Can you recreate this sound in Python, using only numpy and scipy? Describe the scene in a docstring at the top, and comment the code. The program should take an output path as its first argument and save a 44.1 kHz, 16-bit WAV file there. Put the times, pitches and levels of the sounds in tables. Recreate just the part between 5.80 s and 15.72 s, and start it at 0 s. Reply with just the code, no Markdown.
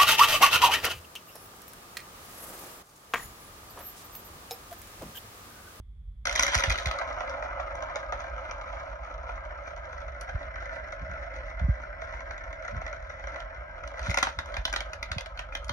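"""Low rumble of a hand-held microphone and faint hiss run throughout in a carpeted room.
Glass marbles are let go and clack down a plastic chute: ringing pieces, cracks, glass pings; dull bumps come and go.
They circle a funnel bowl towards its hole, the rolling's colour shifting: roughness drives the bowl's modes,
collisions tick and knock. Late on they crowd and clack down the tubes.
Bounces add rattle; a shifting diffuse room answers the marbles."""
import sys
import numpy as np
from scipy import signal
from scipy.fft import rfft, irfft, next_fast_len
from scipy.io import wavfile
from scipy.ndimage import uniform_filter1d

SR = 44100
rng = np.random.default_rng(int(sys.argv[2]) if len(sys.argv) > 2 else 0)


def wrap_up_sound(samples):
    """Save the sound to the file named by the first command line argument, as 16-bit audio."""
    columns = np.atleast_2d(samples).T
    # keep every value between -1 and 1, then stretch to whole-number steps
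    tamed = np.clip(columns, -1, 1)
    steps = np.round(tamed * 32767).astype(np.int16)
    wavfile.write(sys.argv[1], SR, steps)


N = 437472
TIME = np.arange(N) / SR

# blend of the bowl's colour: time_s, rim_share (1 rim colour .. 0 hole colour)
BOWL_COLOUR = [(0.5, 0.64), (2.0, 1), (3.5, 0.92), (5.0, 0.017), (7.0, 0.15), (9.9, 1)]
# bowl resonances, relative levels: mode_hz, width_hz, rim_db, hole_db
BOWL_MODES = [(532, 44, -8, -9), (571.8, 33.5, -5, -3), (631.3, 38, -6, -2), (663.2, 40, -7.5, -5),
              (712, 61, -8.5, -11), (831, 100, -10, -14), (960, 113, -5.5, -10.5), (1051, 75, -7.5, -10),
              (1242, 110, -3.5, -9.5), (1342, 107, -4, -4), (1469, 213, -6, -0.5), (1596, 137, -6, -2.5),
              (1770, 190, -11, -3.5), (2025, 116, -12, -3.5), (2177, 173, -15, -11),
              (2344, 154, -15.5, -17.5), (2567, 140, -28.5, -22.5), (2860, 370, -20.5, -20.5),
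              (3250, 210, -33.5, -29.5), (4170, 610, -32.5, -28), (5390, 170, -32.5, -26),
              (264, 300, -17.5, -14)]
# drops onto plastic; snap and ping relative to strength: start_s, strength_db, snap_db, ping_db, pitch_hz
DROPS = [(0.454, -30.5, -6, -6.5, 1260), (0.4698, -26.5, -7, -9, 1650), (0.4939, -31, -5.5, -9, 2050),
         (0.5109, -36, -7, -6.5, 1500), (0.5258, -33.5, -6, -5.5, 1530), (0.553, -33.5, -1, -4, 2080),
         (0.5584, -26.5, -8, -5.5, 1936), (0.576, -39, 8, -9, 1630), (0.5836, -42, 3, -4.0, 1610),
         (0.594, -21.5, -6, -4.5, 1680), (0.6071, -32.5, -8, -9, 2140), (0.6249, -32, -2, 4, 1410),
         (0.632, -23, -3.5, -3, 1616), (0.665, -27, -12.5, -6, 1960), (0.679, -26, -11, -12, 1790),
         (0.7265, -38, -17, -18, 1660), (0.7439, -25.0, -10, -9, 1700), (0.7507, -23.5, -6, -3.5, 1930),
         (0.776, -32, -3, -3, 1490), (0.7857, -28.5, -14, -10, 2110), (0.7947, -29.5, -9, -8.5, 1750),
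         (0.803, -32.5, -6, -6, 1730), (0.8236, -31, -15, -19.0, 2130), (0.8364, -22.5, -6, -10.5, 1870),
         (0.8971, -33.5, -1, -3, 2130), (0.9025, -24.5, -13.0, -11.5, 2050),
         (0.9135, -30.5, -2.5, -14, 1450), (0.9182, -35, -3.5, -11, 1500), (0.9232, -31, -6, -8.5, 1940),
         (0.9562, -31.5, -6, -19, 1420), (0.9767, -38, -5, -7, 2110), (0.9851, -31.5, -2.5, -12.5, 1930),
         (0.998, -42, -16, -9, 1400), (1.031, -45, -7, -6, 1530), (1.0574, -28.5, -5, -11, 2030),
         (1.0703, -33, -4.5, -11.5, 1460), (1.112, -29, -8, -15, 1090), (1.1863, -32, -11, -15, 1230),
         (8.193, -34.5, -13.5, -17, 1660), (8.2612, -37.5, -14.5, -13, 1830),
         (8.2681, -32.0, -19, -24, 1570), (8.2967, -32.5, -16, -14, 2000), (8.3042, -39.5, -3.5, -2, 1870),
         (8.3121, -31.5, -14.0, -15, 2040), (8.3427, -27, -15, -10, 1990), (8.3725, -21.5, -11, -11, 1520),
         (8.3845, -24.5, -13, -11.0, 2000), (8.4272, -18.5, -8.5, -11, 1390),
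         (8.4379, -38, -10, -2.5, 1890), (8.4694, -26, -16.0, -25.0, 1480), (8.4885, -37, -15.5, -15, 1740),
         (8.5882, -27, -9, -17.5, 1400), (8.658, -41.5, -15, -14, 990), (8.7407, -35, -7.5, -19, 1760),
         (8.7675, -29, -14, -17, 1550), (8.852, -26.5, -2.5, -7.5, 3220), (8.8782, -34.5, -10, -16, 1550),
         (8.897, -44, -10, -8.5, 1610), (8.9268, -32, -13, -6, 1480), (8.937, -25.5, -14, -19, 1510),
         (8.9606, -27.5, -2, -9, 1460), (9.0044, -33, -3, -10, 1590), (9.132, -35.5, -8, -9, 1370),
         (9.2278, -31.5, -7.5, -10, 2260), (9.316, -30.5, -4.5, -11.5, 1810),
         (9.3823, -33.5, -1, -10.5, 2570), (9.4075, -39.5, -4, -6, 1540), (9.4592, -42.5, -4, -11.5, 1490),
         (9.5738, -42, -4, -15, 1530), (9.5917, -33, -11, -14.5, 2610), (9.723, -37.5, -23.5, -32.5, 1390),
         (9.7505, -30.5, -3.5, -11, 1590), (9.8813, -51, -3, 0, 1610), (9.893, -29.0, -5, -14, 1510)]
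# collisions in the bowl, relative levels: start_s, glass_tick_db, bowl_knock_db
COLLISIONS = [(1.2126, -59, -27), (1.4056, -47.5, -30), (1.496, -47, -50.5), (1.6241, -55, -27.5),
              (1.7965, -66, -28), (1.9535, -52, -56.5), (2.0246, -46, -35), (2.1574, -39.5, -26),
              (2.203, -58, -44), (2.3231, -46, -25), (2.7103, -43.5, -31.5), (2.812, -54, -36.5),
              (3.49, -64, -33), (4.282, -59, -35), (4.411, -44, -50), (4.49, -54.5, -33.5),
              (4.757, -54, -40), (4.857, -55, -43), (5.1227, -51, -35), (5.337, -64, -42),
              (5.795, -53.5, -34.5), (6.218, -54, -33), (6.336, -67, -36), (6.405, -54.5, -36),
              (6.5087, -50, -33), (6.579, -52.5, -40), (6.728, -54, -35), (6.824, -57, -36),
              (6.8504, -53, -34), (6.8792, -51.5, -31.5), (6.966, -56, -43), (7.016, -57, -32.5),
              (7.0646, -50, -32), (7.1284, -51, -32), (7.3009, -53.5, -35.5), (7.439, -57, -37.5),
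              (7.471, -51.5, -33), (7.5592, -52, -32), (7.603, -47, -41), (7.98, -75, -38.5),
              (8.0365, -56, -36), (8.0755, -46.5, -51.5), (8.1403, -75, -37.5), (9.8443, -48.5, -54)]
# ring of the plastic pieces, relative levels: mode_hz, width_hz, level_db
PLASTIC_MODES = [(561, 37, -6.5), (740, 80, -10), (972, 120, -3.5), (1420, 160, 2), (1644, 390, 2.5),
                 (2074, 120, -2.5), (2395, 220, -3), (2710, 840, 0), (3110, 420, 1.5), (4150, 1660, 0),
                 (4970, 1400, -12.5), (6230, 230, -18.5), (10100, 2900, -27)]
# glass colour: freq_hz, relative_db
GLASS_COLOUR = [(1500, -2.5), (3500, 6), (5000, -1), (6000, 8), (7000, -5), (8000, -18.5), (10000, -20.5),
                (12500, -39), (15000, -39.5)]
# bumps on the microphone: start_s, level_db, start_pitch_hz, fade_s, scuff_db
MIC_BUMPS = [(0.752, -22.5, 298, 0.13, -45), (0.871, -19, 228, 0.056, -42), (0.893, -23.5, 242, 0.11, -49),
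             (1.057, -22.5, 305, 0.099, -52), (4.542, -19.5, 223, 0.033, -56),
             (5.213, -35, 270, 0.036, -45.5), (5.285, -33, 268, 0.052, -45), (5.809, -18, 249, 0.037, -34),
             (5.834, -17, 197, 0.059, -46), (5.881, -14, 430, 0.06, -45), (6.922, -35, 386, 0.05, -41),
             (6.957, -25, 343, 0.036, -47), (8.204, -30.5, 109, 0.089, -65),
             (8.279, -21.5, 454, 0.042, -36.5), (8.572, -30.5, 204, 0.03, -48.5),
             (8.775, -26, 156, 0.084, -55), (9.305, -25, 231, 0.024, -47), (9.359, -21, 403, 0.022, -58),
             (9.897, -30.5, 349, 0.031, -37)]
# rumble colour: freq_hz, relative_db_per_hz
RUMBLE_COLOUR = [(20, -28.5), (32, -15.5), (42, -1.5), (57, -1.5), (72, -9.5), (100, -20), (140, -27),
                 (200, -36.5), (300, -51.5), (1100, -70), (6000, -100)]
# hiss colour: freq_hz, relative_db_per_hz
HISS_COLOUR = [(300, 6.5), (750, -1.5), (1150, 2), (1600, -4), (2100, 1), (2800, -10.5), (3400, 5.5),
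               (3800, -8.5), (6000, -18.5), (14000, -12.5)]
# port level difference: freq_hz, left_minus_right_db
PORT_BALANCE = [(100, -1.5), (450, -4), (580, -6.5), (800, -10), (1050, 2.5), (1230, 4), (1600, 3),
                (1950, -6.5), (2180, 12.5), (2500, -7), (4200, -2.5), (5300, 1), (9000, -0.5)]
# port phase difference: freq_hz, left_lead_rad
PORT_LEAD = [(30, 0), (70, -.15), (140, -.65), (250, -.7), (420, .4), (560, .5), (1100, 1.7), (1350, 1),
             (1700, 3), (2050, 6.2), (2400, 6.5), (2700, 9.1), (4400, 10.2), (7500, 15.7), (8700, 16.2),
             (10500, 18.7), (12200, 19.1), (14000, 22)]
# room decay: freq_hz, t60_s
ROOM_DECAY = [(300, 0.21), (1000, 0.17), (3000, 0.2), (6000, 0.099), (12000, 0.13)]
# marble speed, heard as rolling level: time_s, level_db
ROLL_SPEED = [(0.46, -41), (1.0, -39.5), (1.2, -37), (1.6, -37.5), (2.0, -39), (2.65, -41.5), (3.3, -43.5),
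              (3.75, -42.5), (4.2, -45), (4.98, -41), (5.1, -42.5), (5.3, -41.5), (5.92, -45.5),
              (6.05, -42.5), (6.6, -43.5), (7.1, -42.5), (7.24, -47), (7.33, -44), (7.41, -47), (7.52, -42),
              (7.95, -46), (8.21, -42), (8.56, -51), (8.72, -42.5), (8.85, -50.5), (9.1, -42.5),
              (9.2, -47.5), (9.9, -47.5)]
# crowding in the chute, then in throat and tubes: peak_s, rattle_db, build_db_per_s, thinning_db_per_s
CROWDS = [(0.6, -36.5, 71, 129), (0.679, -35, 199, 31.5), (8.26, -46.5, 118, 47), (8.41, -60, 69, 110),
          (8.9, -55, 154, 68)]
# ring of the entry chute: mode_hz, width_hz, level_db
CHUTE_MODES = [(2160, 150, -5), (5640, 120, 4.5), (5960, 140, 2.5)]

RELEASE_S, BOWL_S, DRAIN_S = 0.455, 1.2, 8.15
SWAY_PER_S, SWAY_DB = 16, 1
RATTLE_UNDER_ROLL_DB, RATTLE_SWAY_DB = -17, 3.5
# bounces after a blow: levels relative to the blow, amplitude decay time
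BOUNCE_RATTLE_DB, BOUNCE_ROLL_DB, BOUNCE_S = -18, -17, 0.028
# a tick further above its knock than this gains treble per dB of excess
CLEAN_HIT_DB, SHEEN_PER_DB = 2.5, 5.5
CUTOFF_HZ = 15800


def from_db(db):
    """Decibels to gain."""
    return 10 ** (np.asarray(db) / 20)


def rms_one(x):
    """Scale to unit power."""
    return x / np.sqrt(np.mean(x ** 2) + 1e-20)


def at_hz(points, hz):
    """Read a table on a log-frequency axis."""
    table_hz, value = np.transpose(points)
    return np.interp(np.log(hz + 1e-9), np.log(table_hz), value)


def coloured(x, spectrum):
    """Shape a signal by a spectrum in dB."""
    size = x.shape[-1]
    gain = from_db(at_hz(spectrum, np.fft.rfftfreq(size, 1 / SR)))
    return irfft(rfft(x) * gain, size)


def drift(rate_per_s):
    """Random line through unit-spread knots, rate_per_s knots a second."""
    knots = rng.standard_normal(4096)
    return np.interp(TIME * rate_per_s, np.arange(len(knots)), knots)


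def resonate(x, hz, width_hz):
    """Two-pole resonance with gain about 1 at its peak."""
    r = np.exp(-np.pi * width_hz / SR)
    b = np.array([1, 0, -1]) * (1 - r * r) / 2
    a = [1, -2 * r * np.cos(2 * np.pi * hz / SR), r * r]
    return signal.lfilter(b, a, x + 1e-18)


def butter(x, hz, kind, order=2):
    """Causal Butterworth filter."""
    return signal.sosfilt(signal.butter(order, hz, kind, fs=SR, output="sos"), x)


def add(track, start_s, sound):
    """Mix a sound into a track at a time."""
    at = max(round(start_s * SR), 0)
    track[at:at + len(sound)] += sound[:max(N - at, 0)]


def background(rumble_db=-42.5):
    """Low rumble of the hand-held microphone: coloured noise."""
    return from_db(rumble_db) * rms_one(coloured(rng.standard_normal(N), RUMBLE_COLOUR))


def air(hiss_db=-75.5):
    """Faint room hiss: coloured noise, unrelated at the two ports."""
    return from_db(hiss_db) * rms_one(coloured(rng.standard_normal((2, N)), HISS_COLOUR))


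def reflections(build_s=0.00017, treble_db_per_decade=-0.5):
    """Diffuse room response from one spot: noise per port, dying band by band."""
    t, edges_hz = TIME[:SR // 2], np.geomspace(200, 16000, 8)
    tail = 0
    for low_hz, high_hz in zip(edges_hz, edges_hz[1:]):
        mid_hz = np.sqrt(low_hz * high_hz)
        noise = butter(rng.standard_normal((2, len(t))), [low_hz, high_hz], "band")
        decay = np.exp(-np.log(1000) * t / at_hz(ROOM_DECAY, mid_hz))
        tail = tail + noise * decay * from_db(treble_db_per_decade * np.log10(mid_hz / edges_hz[0]))
    return rms_one(tail * (1 - np.exp(-t / build_s))) / np.sqrt(len(t))


def room(x, count=4):
    """Moving marbles: the reflection pattern drifts between several spots at constant total power."""
    shares = np.array([drift(20) for _ in range(count)])
    shares /= np.linalg.norm(shares, axis=0)
    return sum(signal.oaconvolve((x * share)[None], reflections(), axes=1)[:, :N] for share in shares)


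def ports(x):
    """Two microphone ports: level and phase differ by frequency, split evenly between the sides."""
    size = next_fast_len(N + 4096)
    hz, side = np.fft.rfftfreq(size, 1 / SR), np.array([[.5], [-.5]])
    gain = from_db(side * at_hz(PORT_BALANCE, hz))
    phase = np.exp(1j * side * at_hz(PORT_LEAD, hz))
    return irfft(rfft(x, size) * gain * phase, size)[:, :N]


def bumps(rest_hz=52, glide_s=0.0074, swell_s=0.019, scuff_s=0.0211, scuff_hz=(80, 195)):
    """Knock through the microphone body: swelling sine gliding to bass; fingers scuff as low noise."""
    out, t = np.zeros(N), TIME[:SR // 4]
    swell = (t / swell_s) ** 2
    for start_s, level_db, start_hz, fade_s, scuff_db in MIC_BUMPS:
        hz = rest_hz + (start_hz - rest_hz) * np.exp(-t / glide_s)
        envelope = 2 * swell / (1 + swell ** 2) * np.exp(-(t / fade_s) ** 2)
        add(out, start_s, from_db(level_db) * envelope * np.sin(2 * np.pi * np.cumsum(hz) / SR))
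        scuff = rms_one(butter(rng.standard_normal(len(t)), scuff_hz, "band", order=4))
        add(out, start_s - scuff_s, from_db(scuff_db) * scuff * np.exp(-(t / scuff_s - 2) ** 2))
    return out


def chute_ring(x, fade_s=0.72):
    """Entry chute: resonances driven by the clatter, fading out by BOWL_S."""
    inside = x * np.clip((BOWL_S - TIME) / fade_s, 0, 1)
    return sum(from_db(db) * resonate(inside, hz, width_hz) for hz, width_hz, db in CHUTE_MODES)


def crack(length_s, rise_s, count=4096):
    """Force of a blow: noise with a fast rise and Gaussian fall."""
    t = np.arange(count) / SR
    return rng.standard_normal(count) * (1 - np.exp(-t / rise_s)) * np.exp(-(t / length_s) ** 2)


def plastic(force, scatter_db):
    """Ring of the plastic pieces; mode levels scatter with the spot hit."""
    spot_db = rng.normal(0, 1, len(PLASTIC_MODES)) * scatter_db
    out = 0
    for k, (hz, width_hz, db) in enumerate(PLASTIC_MODES):
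        gain = (-1) ** k * from_db(db + spot_db[k]) / np.sqrt(width_hz)
        out = out + gain * resonate(force, hz, width_hz)
    return out


def bowl_modes(time_s):
    """(hz, width_hz, gain) of the bowl modes, blended between rim and hole colour at that time."""
    rim_share = np.clip(np.interp(time_s, *np.transpose(BOWL_COLOUR)), 0, 1)
    return [(hz, width_hz, from_db(hole_db + (rim_db - hole_db) * rim_share))
            for hz, width_hz, rim_db, hole_db in BOWL_MODES]


def grazes(tick_db=-61.0, knock_db=-45.0, spread_db=2.0, count=20):
    """Light chance touches while circling: rows of start_s, glass_tick_db, bowl_knock_db."""
    times_s = BOWL_S + (DRAIN_S - BOWL_S) * rng.random(count)
    force_db = spread_db * rng.standard_normal(count)
    return list(zip(times_s, tick_db + force_db, knock_db + force_db))


def ticks(length_s=0.0027, rise_s=0.00022, knock_s=0.0054, knock_trim_db=-3.5, count=320):
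    """Glass on glass: a short bright noise tick, and the jolt knocks the bowl's modes."""
    out = np.zeros(N)
    for start_s, tick_db, knock_db in COLLISIONS + grazes():
        sheen_db = SHEEN_PER_DB * max(tick_db - knock_db - CLEAN_HIT_DB, 0)
        tick = coloured(crack(length_s, rise_s), GLASS_COLOUR)
        tick = coloured(tick, [(6500, 0.0022), (9000, sheen_db)])[:count]
        knock = 0
        for hz, width_hz, gain in bowl_modes(start_s):
            knock = knock + gain / np.sqrt(width_hz) * resonate(crack(knock_s, rise_s), hz, width_hz)
        knock = butter(knock, [480, 2600], "band", order=3)
        add(out, start_s, from_db(tick_db) * rms_one(tick))
        add(out, start_s, from_db(knock_db + knock_trim_db) * knock / np.std(knock[:count]))
    return out


def clacks(length_s=0.0036, rise_s=0.00014, contact_s=0.00048, ping_s=0.0028, ping_rise_s=0.0015,
           scatter_db=2.5, piece_q=6.3, thud_db=-22.0, ping_hz=(4900, 6700),
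           sheen_hz=(8300, 12500), sheen_db=-12.0, tube_sheen_db=-0.5, count=256):
    """A drop rings the struck piece at its pitch and cracks through the tower; glass adds ping and sheen."""
    out = np.zeros(N)
    for start_s, strength_db, snap_db, ping_db, piece_hz in DROPS:
        force = crack(length_s * rng.uniform(0.95, 1.17), rise_s)
        touch = crack(ping_s, ping_rise_s)
        ring = butter(plastic(force, scatter_db), 406, "high", order=3)
        tower = butter(ring, 2550, "low", order=7)
        snap = butter(ring, [2700, 4800], "band", order=3)
        piece = resonate(crack(contact_s, rise_s), piece_hz, piece_hz / 2)
        piece = resonate(piece, piece_hz, piece_hz / piece_q)
        body = tower / np.std(tower[:count]) + piece / np.std(piece[:count])
        thud = resonate(butter(force, 540, "low"), 290, 270)
        ping = butter(touch, ping_hz, "band", order=3)
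        sheen = butter(touch, sheen_hz, "band")
        top_db = ping_db + sheen_db + tube_sheen_db * (start_s > DRAIN_S)
        parts = (body, 0), (thud, thud_db), (snap, snap_db), (ping, ping_db), (sheen, top_db)
        for part, db in parts:
            add(out, start_s, from_db(strength_db + db) * part / np.std(part[:count]))
    return out


def contacts(per_s, spread_db):
    """Random tiny impacts of either sign, most weak and a few strong."""
    sizes = from_db(spread_db * np.minimum(rng.exponential(1, N), 4))
    return (rng.random(N) < per_s / SR) * sizes * rng.choice([-1, 1], N)


def skips(per_s=170, spread_db=2.5, length_s=0.0014, smooth_share=0.36):
    """Contact pressure of unit power: a steady share plus short bursts from hopping marbles' landings."""
    power = contacts(per_s, spread_db) ** 2
    landings = signal.lfilter([1], [1, -np.exp(-1 / (length_s * SR))], power + 1e-18)
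    return np.sqrt(smooth_share + (1 - smooth_share) * landings / landings.mean())


def bouncing():
    """Power of the bounces that follow each listed drop and collision, decaying exponentially."""
    blows = np.zeros(N)
    drops = [(start_s, strength_db) for start_s, strength_db, *_ in DROPS]
    knocks = [(start_s, knock_db) for start_s, _, knock_db in COLLISIONS]
    for start_s, db in drops + knocks:
        add(blows, start_s, from_db([db]) ** 2)
    return signal.lfilter([1], [1, -np.exp(-2 / (BOUNCE_S * SR))], blows + 1e-18)


def motion():
    """Gains of rolling and rattling: both follow speed, sway and bounces; crowding adds rattle."""
    speed_db = np.interp(TIME, *np.transpose(ROLL_SPEED))
    sway, bounces = drift(SWAY_PER_S), bouncing()
    crowd = 0
    for peak_s, db, build, thin in CROWDS:
        below_db = np.maximum(build * (peak_s - TIME), thin * (TIME - peak_s))
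        crowd = crowd + from_db(db - below_db) ** 2
    roll = from_db(speed_db + SWAY_DB * sway) ** 2 + from_db(BOUNCE_ROLL_DB) ** 2 * bounces
    rattle = from_db(speed_db + RATTLE_UNDER_ROLL_DB + RATTLE_SWAY_DB * sway) ** 2
    rattle = rattle + from_db(BOUNCE_RATTLE_DB) ** 2 * bounces + crowd
    return np.sqrt([roll, rattle]) * (TIME >= RELEASE_S)


def rattling(pressure, glass_db=-8.5, bowl_plastic_db=-7.0, tube_glass_db=2.5):
    """Marbles chatter as glass noise and knock plastic walls; walls drop in the bowl, glass rises in the tubes."""
    knocks = skips(per_s=140, spread_db=0.0, length_s=0.0016, smooth_share=0.35)
    walls = rms_one(butter(plastic(pressure * knocks * rng.standard_normal(N), 0), 450, "high"))
    clinks = skips(per_s=290, spread_db=5.5, length_s=0.0027, smooth_share=0.55)
    glass = rms_one(coloured(pressure * clinks * rng.standard_normal(N), GLASS_COLOUR))
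    in_tubes = np.interp(TIME, [8.1, 8.25], [0, 1])
    in_bowl = np.interp(TIME, [1.0, 1.3], [0, 1]) - in_tubes
    return walls * from_db(bowl_plastic_db * in_bowl) + glass * from_db(glass_db + tube_glass_db * in_tubes)


def rolling(pressure, per_s=4500, spread_db=1.8, sway_db=0.5, flutter_db=1.0, flutter_per_s=60,
            bend_s=0.000499, even_s=0.06):
    """Roughness drums on the bowl; modes swell, flutter and bend in pitch at random, total level evened."""
    force = contacts(per_s, spread_db) * pressure
    out = np.zeros(N)
    for hz, width_hz, gain in bowl_modes(TIME):
        mode = resonate(force * rng.choice([-1, 1], N), hz, width_hz)
        mode = rms_one(resonate(mode, hz, width_hz))
        mode = np.interp(TIME + bend_s * drift(14), TIME, mode)  # a drifting delay bends the pitch
        level_db = sway_db * drift(11) + flutter_db * drift(flutter_per_s)
        out += rms_one(mode * from_db(level_db)) * gain
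    return out / np.sqrt(uniform_filter1d(out ** 2, int(even_s * SR)) + 1e-9)


def scene(roll_room_db=-7.0, hit_room_db=-7.0):
    """The marble run close by, the room around it."""
    roll_level, rattle_level = motion()
    pressure = skips()
    roll = roll_level * rolling(pressure) + rattle_level * rattling(pressure)
    hits = clacks() + ticks()
    roll = roll + chute_ring(roll)
    hits = hits + chute_ring(hits)
    near = ports(roll + hits + bumps() + background())
    return near + air() + room(from_db(roll_room_db) * roll + from_db(hit_room_db) * hits)


def record(dry, soft_top_hz=11800):
    """The microphone dulls the very top; a steep low-pass is 70 dB down from CUTOFF_HZ."""
    dull = butter(dry, soft_top_hz, "low", order=8)
    return signal.sosfilt(signal.cheby2(12, 70, CUTOFF_HZ, fs=SR, output="sos"), dull)


dry = scene()
out = record(dry)
wrap_up_sound(out)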